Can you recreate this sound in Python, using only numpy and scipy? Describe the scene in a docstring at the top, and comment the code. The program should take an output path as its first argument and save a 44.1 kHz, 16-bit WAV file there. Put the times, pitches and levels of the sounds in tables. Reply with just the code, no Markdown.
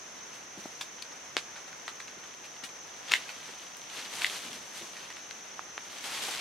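"""At a forest edge, insects drone near 6 kHz over the soft hush of air in the trees.
A man steps over twigs, which crack as his boots thud on the soft ground. He cuts two green
branches with hand loppers and drags them through the brush, where leaves rub and crackle.
Each cut is a run of tearing fibres and one hard snap, echoed by the ground and the trunks."""
import sys
import numpy as np
from scipy import signal
from scipy.fft import rfft, irfft, next_fast_len
from scipy.io import wavfile
from scipy.ndimage import map_coordinates

SR = 44100
rng = np.random.default_rng(int(sys.argv[2]) if len(sys.argv) > 2 else 0)


def store_pcm(level_fs):
    """Save levels as 16-bit WAV."""
    pcm = np.round(np.clip(level_fs, -1, 1) * 32767).astype(np.int16)
    wavfile.write(sys.argv[1], SR, np.atleast_2d(pcm).T)


N = 282632


def amp(db):
    """Turn decibels into a number to multiply a sound by."""
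    return 10 ** (np.asarray(db) / 20)


def unit(x):
    """Scale a sound to an average (rms) size of 1."""
    return x / np.sqrt(np.mean(x ** 2) + 1e-20)


def along(points, hz):
    """Read between the rows of a (frequency, value) table, on a log frequency scale."""
    f, values = np.transpose(points)
    return np.interp(np.log(hz + 1), np.log(f + 1), values)


def wobble(rate):
    """A smooth curve through `rate` random values a second."""
    knots = rng.standard_normal(int(N * rate / SR) + 4)
    return map_coordinates(knots, [np.arange(N) * rate / SR])


def filtered(x, response):
    """Change the tone of a sound: multiply each frequency f by response(f)."""
    n = x.shape[-1]
    padded = next_fast_len(n + 8192)
    return irfft(rfft(x, padded) * response(np.fft.rfftfreq(padded, 1 / SR)), padded)[..., :n]


def resonance(f, hz, q):
    """Keep the frequencies near hz; a higher q rings longer."""
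    return 1j * f * hz / q / (hz * hz - f * f + 1j * f * hz / q)


def lowpass(f, hz):
    """Soften the treble above hz."""
    return hz * hz / (hz * hz - f * f + 1j * f * hz * np.sqrt(2))


def highpass(f, hz):
    """Soften the bass below hz."""
    return -(f / hz) ** 2 * lowpass(f, hz)


def add(track, start, sound):
    """Mix a sound into the track at `start` seconds."""
    part = track[..., round(start * SR):][..., :sound.shape[-1]]
    part += sound[..., :part.shape[-1]]


# How wide the forest sounds: (frequency [Hz], side compared with middle [dB])
STEREO_WIDTH = [(60, -11), (160, -9), (450, -8.5), (740, 1), (1200, -3), (2000, -6), (3500, -1.5),
                (5500, -2), (9000, -4), (15000, -5.5)]
def spread(pair, spectrum, side_db):
    """Give two noises a tone; one fills the middle, the other adds left-right width."""
    mid, side = filtered(pair, lambda f: amp(along(spectrum, f)))
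    side = filtered(side, lambda f: amp(along(STEREO_WIDTH, f) + side_db))
    return unit(np.array([mid + side, mid - side]))


# The tone of air in the trees: (frequency [Hz], relative level [dB])
HUSH_TONE = [(20, -14), (45, -14), (80, -5.5), (160, 0), (260, 2.5), (500, 3.5), (1000, 3), (2000, 2.5),
             (3200, -3.5), (4800, -10.5), (7500, -17.5), (11000, -25), (13000, -28), (16000, -29)]
def woods():
    """Air in the far trees makes an even hush."""
    gain = amp(-49.5 + 0.3 * wobble(5.3))
    return gain * spread(rng.standard_normal((2, N)), HUSH_TONE, side_db=1.5)


# The tone of the insect chorus: (frequency [Hz], relative level [dB])
INSECT_TONE = [(4000, -52), (5100, -14.5), (5550, -7), (5850, -1.5), (6130, 0.5), (6330, -1), (6600, -7),
               (7000, -18), (8200, -47)]
def insects():
    """Many distant callers blur into one high, faintly shimmering drone."""
    gain = amp(-49.5 + 0.24 * wobble(14) + 1.0 * wobble(70))
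    return gain * spread(rng.standard_normal((2, N)), INSECT_TONE, side_db=-0.5)


def crackle(rate, scatter_db, rub_db):
    """Two streams of tiny leaf taps, about `rate` a second, over smooth rubbing."""
    size = rng.standard_normal((2, N)) * amp(scatter_db * np.clip(rng.standard_normal((2, N)), -2, 2))
    taps = unit(size * (rng.random((2, N)) < rate / SR))
    return taps + amp(rub_db) * rng.standard_normal((2, N))


# A leafy bough is brushed, dropped or dragged:
# (time at full speed [s], hold [s], level [dB], rise [s], fall [s], leaves compared with bough [dB])
SWISH_MOVES = [(0.34, 0.014, -56, 0.044, 0.064, 0.5), (0.592, .02, -54, .06, .45, -2),
               (3.106, .01, -39, 0.07, 0.19, -14), (3.294, 0.14, -51, 1, 2, -6.5),
               (3.96, .09, -44, 0.12, 0.22, -6), (4.139, 0.092, -43, 0.077, .2, -2.5),
               (4.233, .11, -42, 0.14, 0.6, -2.5), (4.762, .02, -47, 0.075, 0.26, 0.5),
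               (4.947, .02, -50.5, 0.26, 1.2, -10), (5.931, 0.039, -47.5, 0.21, 0.24, -4.5),
               (6.045, 0.14, -41, 0.055, 0.17, -3.5), (6.23, 0.11, -38.5, 0.14, .2, -2.5),
               (6.397, .02, -38, 0.096, .2, -11)]
def swishing(range_db=23.5):
    """Loudness curves for boughs and leaves: a swish gains range_db in its rise, loses it in its fall."""
    t = np.arange(N) / SR
    bough_power, leaf_power = amp(-59) ** 2, amp(-63) ** 2  # foliage is never quite at rest
    for time, hold, db, rise, fall, leaf_db in SWISH_MOVES:
        away = np.maximum(np.maximum((time - t) / rise, (t - time - hold) / fall), 0)
        power = amp(db - range_db * away) ** 2
        bough_power += power
        leaf_power += power * amp(leaf_db) ** 2
    return np.sqrt(bough_power), np.sqrt(leaf_power)


# The tones of sweeping boughs and of crisp leaf edges: (frequency [Hz], relative level [dB])
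BOUGH_TONE = [(60, -21), (160, -8), (300, -5.5), (750, -0.5), (1300, -0.5), (2200, 1.5), (3400, 0.5),
              (4600, -2), (7000, -11), (11000, -21), (16000, -45)]
LEAF_TONE = [(1500, -18), (4000, 0.5), (7500, 0), (10000, -4), (12300, -8), (14000, -15.5), (16000, -23)]
def brush():
    """Boughs sweep past each other in uneven tugs while their leaves crackle and fine stems flick."""
    bough_gain, leaf_gain = swishing()
    tugs = wobble(35)
    rubbing = spread(crackle(rate=1800, scatter_db=1.0, rub_db=6), BOUGH_TONE, side_db=-8.5)
    boughs = bough_gain * amp(1.3 * tugs) * rubbing
    flutter = wobble(160)
    rustle = spread(crackle(rate=3500, scatter_db=4.5, rub_db=4.5), LEAF_TONE, side_db=-2.5)
    leaves = leaf_gain * amp(tugs + 1.3 * flutter) * rustle
    flicks = crackle(rate=130, scatter_db=1.6, rub_db=-30)
    flicks = filtered(flicks, lambda f: resonance(f, hz=3200, q=2.5))
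    stems = bough_gain * amp(-5) * spread(flicks, BOUGH_TONE, side_db=-2)
    return (boughs + leaves + stems) * amp([[0.5], [-0.5]])  # a little to the left


def fracture(t, crumble):
    """Fibres give way: one clean click if `crumble` (seconds) is short, a swarm of them if long."""
    age = 4 * t / max(crumble, 1e-4)
    fibres = rng.standard_normal(len(t)) * (rng.random(len(t)) < 0.3) * age * np.exp(-age)
    fibres *= crumble / 0.0013 / (np.linalg.norm(fibres) + 1e-9)
    fibres[0] = -1  # the first fibre breaks
    return fibres / np.linalg.norm(fibres)


# Boots press into soft ground: (time [s], strength [dB], pitch [Hz], settling time [s])
FOOTFALLS = [(.569, -16.5, 206, .04), (0.656, -14, 237, 0.0038), (1.3675, -14.5, 345, 0.00089),
             (2.167, -25, 201, .021), (2.632, -24, 240, .027), (3.486, -22.5, 336, 0.017),
             (4.43, -16.5, 242, 0.2), (4.806, -18, 330, .044)]
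def steps():
    """Fallen leaves give under a boot with a short, dull thud."""
    out, t = np.zeros(N), np.arange(SR // 4) / SR
    for time, db, hz, settle in FOOTFALLS:
        crunch = fracture(t, settle)
        thud = filtered(crunch, lambda f: resonance(f, hz, q=1.4) * highpass(f, 135) * lowpass(f, 700))
        add(out, time, amp(db) * thud / np.linalg.norm(thud))
    return out


# How long the echo lasts among the trunks: (frequency [Hz], time to fade by 60 dB [s])
TRUNK_FADE = [(200, 0.067), (2000, 0.092), (5000, 0.12), (12000, 0.18)]
def forest_echo(sound, gap, early_db, far_db):
    """Nearby stems echo weakly for `gap` seconds, then the ground and trunks, then the deeper woods."""
    hz, t, noise = signal.stft(rng.standard_normal((2, SR // 2)), SR, nperseg=256)
    decay = amp(-60 * t / along(TRUNK_FADE, hz)[:, None]) + amp(far_db - 60 * t / 0.77)
    mid, side = signal.istft(noise * decay, SR, nperseg=256)[1]
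    tail = np.array([mid + 0.29 * side, mid - 0.82 * side])
    tail *= np.where(np.arange(len(mid)) / SR < gap, amp(early_db), 1)
    return signal.fftconvolve(sound[None], tail / np.linalg.norm(tail[0]), axes=1)[:, :len(sound)]


def twig(db, hz, q, crumble, echo_db, pan_db):
    """Dry wood breaks with a very short ring; thinner twigs sound higher and brighter."""
    clean_top, crumbly_top = 1.96, 4.2  # the treble fades above these multiples of the pitch
    top = crumbly_top + (clean_top - crumbly_top) * np.exp(-crumble / 0.0023)
    fibres = fracture(np.arange(SR // 2) / SR, crumble)
    crack = filtered(fibres, lambda f: resonance(f, hz, q) * lowpass(f, top * hz))
    crack *= amp(db + 6.5) / np.linalg.norm(crack)
    echo = forest_echo(crack, gap=0.0073, early_db=-6, far_db=-52)
    return crack * amp([[pan_db / 2], [-pan_db / 2]]) + amp(echo_db) * echo


# Twigs and dry leaves crack, near and far:
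# (time [s], strength [dB], pitch [Hz], ringing [q], crumbling time [s], echo [dB], left over right [dB])
TWIG_CRACKS = [(0.81, -14.5, 2230, 0.76, 0.0099, -2, 3.5), (1.0225, -20, 3880, 2.3, .0053, -7, 6),
               (1.12, -29.5, 1400, 0.82, 0.009, -10, -2), (1.3677, -7, 1930, 0.5, 0.00019, 0, 3.5),
               (1.555, -22.5, 1480, 1.1, .036, -3, 1), (1.676, -28, 1500, .9, 0.019, -2, 6),
               (1.879, -16.5, 1670, 0.76, 0.0051, 0, 2), (2.0004, -22, 1950, 0.75, 0.0068, -3, 0),
               (2.231, -27.5, 1400, .7, 0.023, -1, 0), (2.34, -30.5, 2200, .7, .0003, -10, 0),
               (2.44, -27, 2500, 0.91, 0.025, -2, 6), (2.635, -20.5, 2460, 0.69, 0.019, 2.5, 10),
               (3.084, -25, 2500, 0.65, 0.0023, -3, 4), (3.291, -21, 2220, 1.4, 0.0057, 1, 2),
               (3.769, -29, 7000, 1.1, .002, -3, 2), (4.266, -18, 3300, 1.7, 0.0033, -2, 6),
               (4.53, -23, 3500, 2, 0.005, -4, 3), (5.1027, -24.5, 1880, 0.7, 0.0034, 0, -2),
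               (5.3098, -22, 2200, 1.5, 0.0026, -10, 7), (5.5933, -19, 1130, 2.8, 0.000096, -23, -10),
               (5.7793, -16.5, 1300, 0.66, 0.00021, -8, 3.5), (6.146, -29, 3000, 2.4, 0.0026, -5, -5),
               (6.25, -21, 3000, 1.4, .0053, -11, 0), (6.279, -19, 810, 8.3, 0.022, -19, 0),
               (6.349, -20, 3060, 2.2, 0.0031, 0, 3)]
def twigs(ticks_per_s=3):
    """Clear cracks among faint chance ticks; their highest treble and deepest bass are softened."""
    out = np.zeros((2, N))
    for time, *shape in TWIG_CRACKS:
        add(out, time, twig(*shape))
    ticks = rng.uniform(-1, 1, (int(ticks_per_s * N / SR), 3))  # in the fallen leaves
    for slot, (delay, size, thinness) in enumerate(ticks):
        hz = 2100 * 2 ** (thinness / 2)
        tick = twig(db=-31 + 5 * size, hz=hz, q=2.0, crumble=0.0067, echo_db=-2, pan_db=0)
        add(out, (slot + abs(delay)) / ticks_per_s, tick)
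    return filtered(out, lambda f: highpass(f, 129) * lowpass(f, 13700) ** 2)


# The notes a green branch rings with: (base pitch [Hz], relative level [dB], time to fade by 60 dB [s])
BRANCH_NOTES = [(2120, 1, 0.0073), (2760, 6.5, 0.0029), (3410, -5, 0.0063)]
def branch_break(db, pitch_ratio, splinter_db):
    """One break rings the branch briefly and throws splinters."""
    t = np.arange(SR // 2) / SR
    ring = -sum(amp(level - 60 * t / fade) * np.sin(2 * np.pi * hz * pitch_ratio * t)
                for hz, level, fade in BRANCH_NOTES)
    ring *= 1 - np.exp(-t / 0.00023)  # a very quick fade-in
    ring = filtered(ring, lambda f: resonance(f, hz=2500, q=1.0))  # a thin branch gives off little bass
    splinters = filtered(fracture(t, crumble=0.004),
                         lambda f: resonance(f, 2140, q=0.51) * highpass(f, 695) * lowpass(f, 9700) ** 2)
    return amp(db) * (ring / abs(ring).max() + amp(splinter_db) * splinters / abs(splinters).max())


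# The blade goes through each branch in two breaks, a crack and then a snap:
# (snap time [s], snap level [dB], crack comes earlier by [s], crack compared with snap [dB])
BRANCH_CUTS = [(3.1373, -3.5, .0188, -10.5), (4.2455, -8.5, .026, -11)]
def loppers(tear_lead_s=0.0088, tear_boost_db=9.5):
    """Fibres tear, the branch cracks half-way, then snaps off; the forest echoes each stage."""
    out, t = np.zeros((2, N)), np.arange(SR // 2) / SR
    for time, db, lead, crack_db in BRANCH_CUTS:
        fibres = fracture(t, crumble=0.024)
        tear = filtered(fibres, lambda f: resonance(f, hz=1990, q=0.87) * lowpass(f, 6000))
        tear = amp(db + crack_db + tear_boost_db) * tear / np.linalg.norm(tear)
        crack = branch_break(db + crack_db, pitch_ratio=1.25, splinter_db=-3)  # half cut, still stiff
        snap = branch_break(db, pitch_ratio=1.0, splinter_db=-15)  # freed, it rings lower and cleaner
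        for start, sound in [(time - lead - tear_lead_s, tear), (time - lead, crack), (time, snap)]:
            echo = forest_echo(sound, gap=0.015, early_db=-10.5, far_db=-30)
            add(out, start, sound * amp([[1], [-1]]) + amp(-3.5) * echo)
            add(out, start + 0.011, amp(-11) * sound)  # the bounce off the ground
    return out


def scene():
    """The work in the brush over the steady forest."""
    return loppers() + twigs() + steps() + brush() + insects() + woods()


def record(dry, top_hz=15850):
    """Remove the very highest treble, everything above top_hz."""
    return filtered(dry, lambda f: f < top_hz)


dry = scene()
out = record(dry)
store_pcm(out)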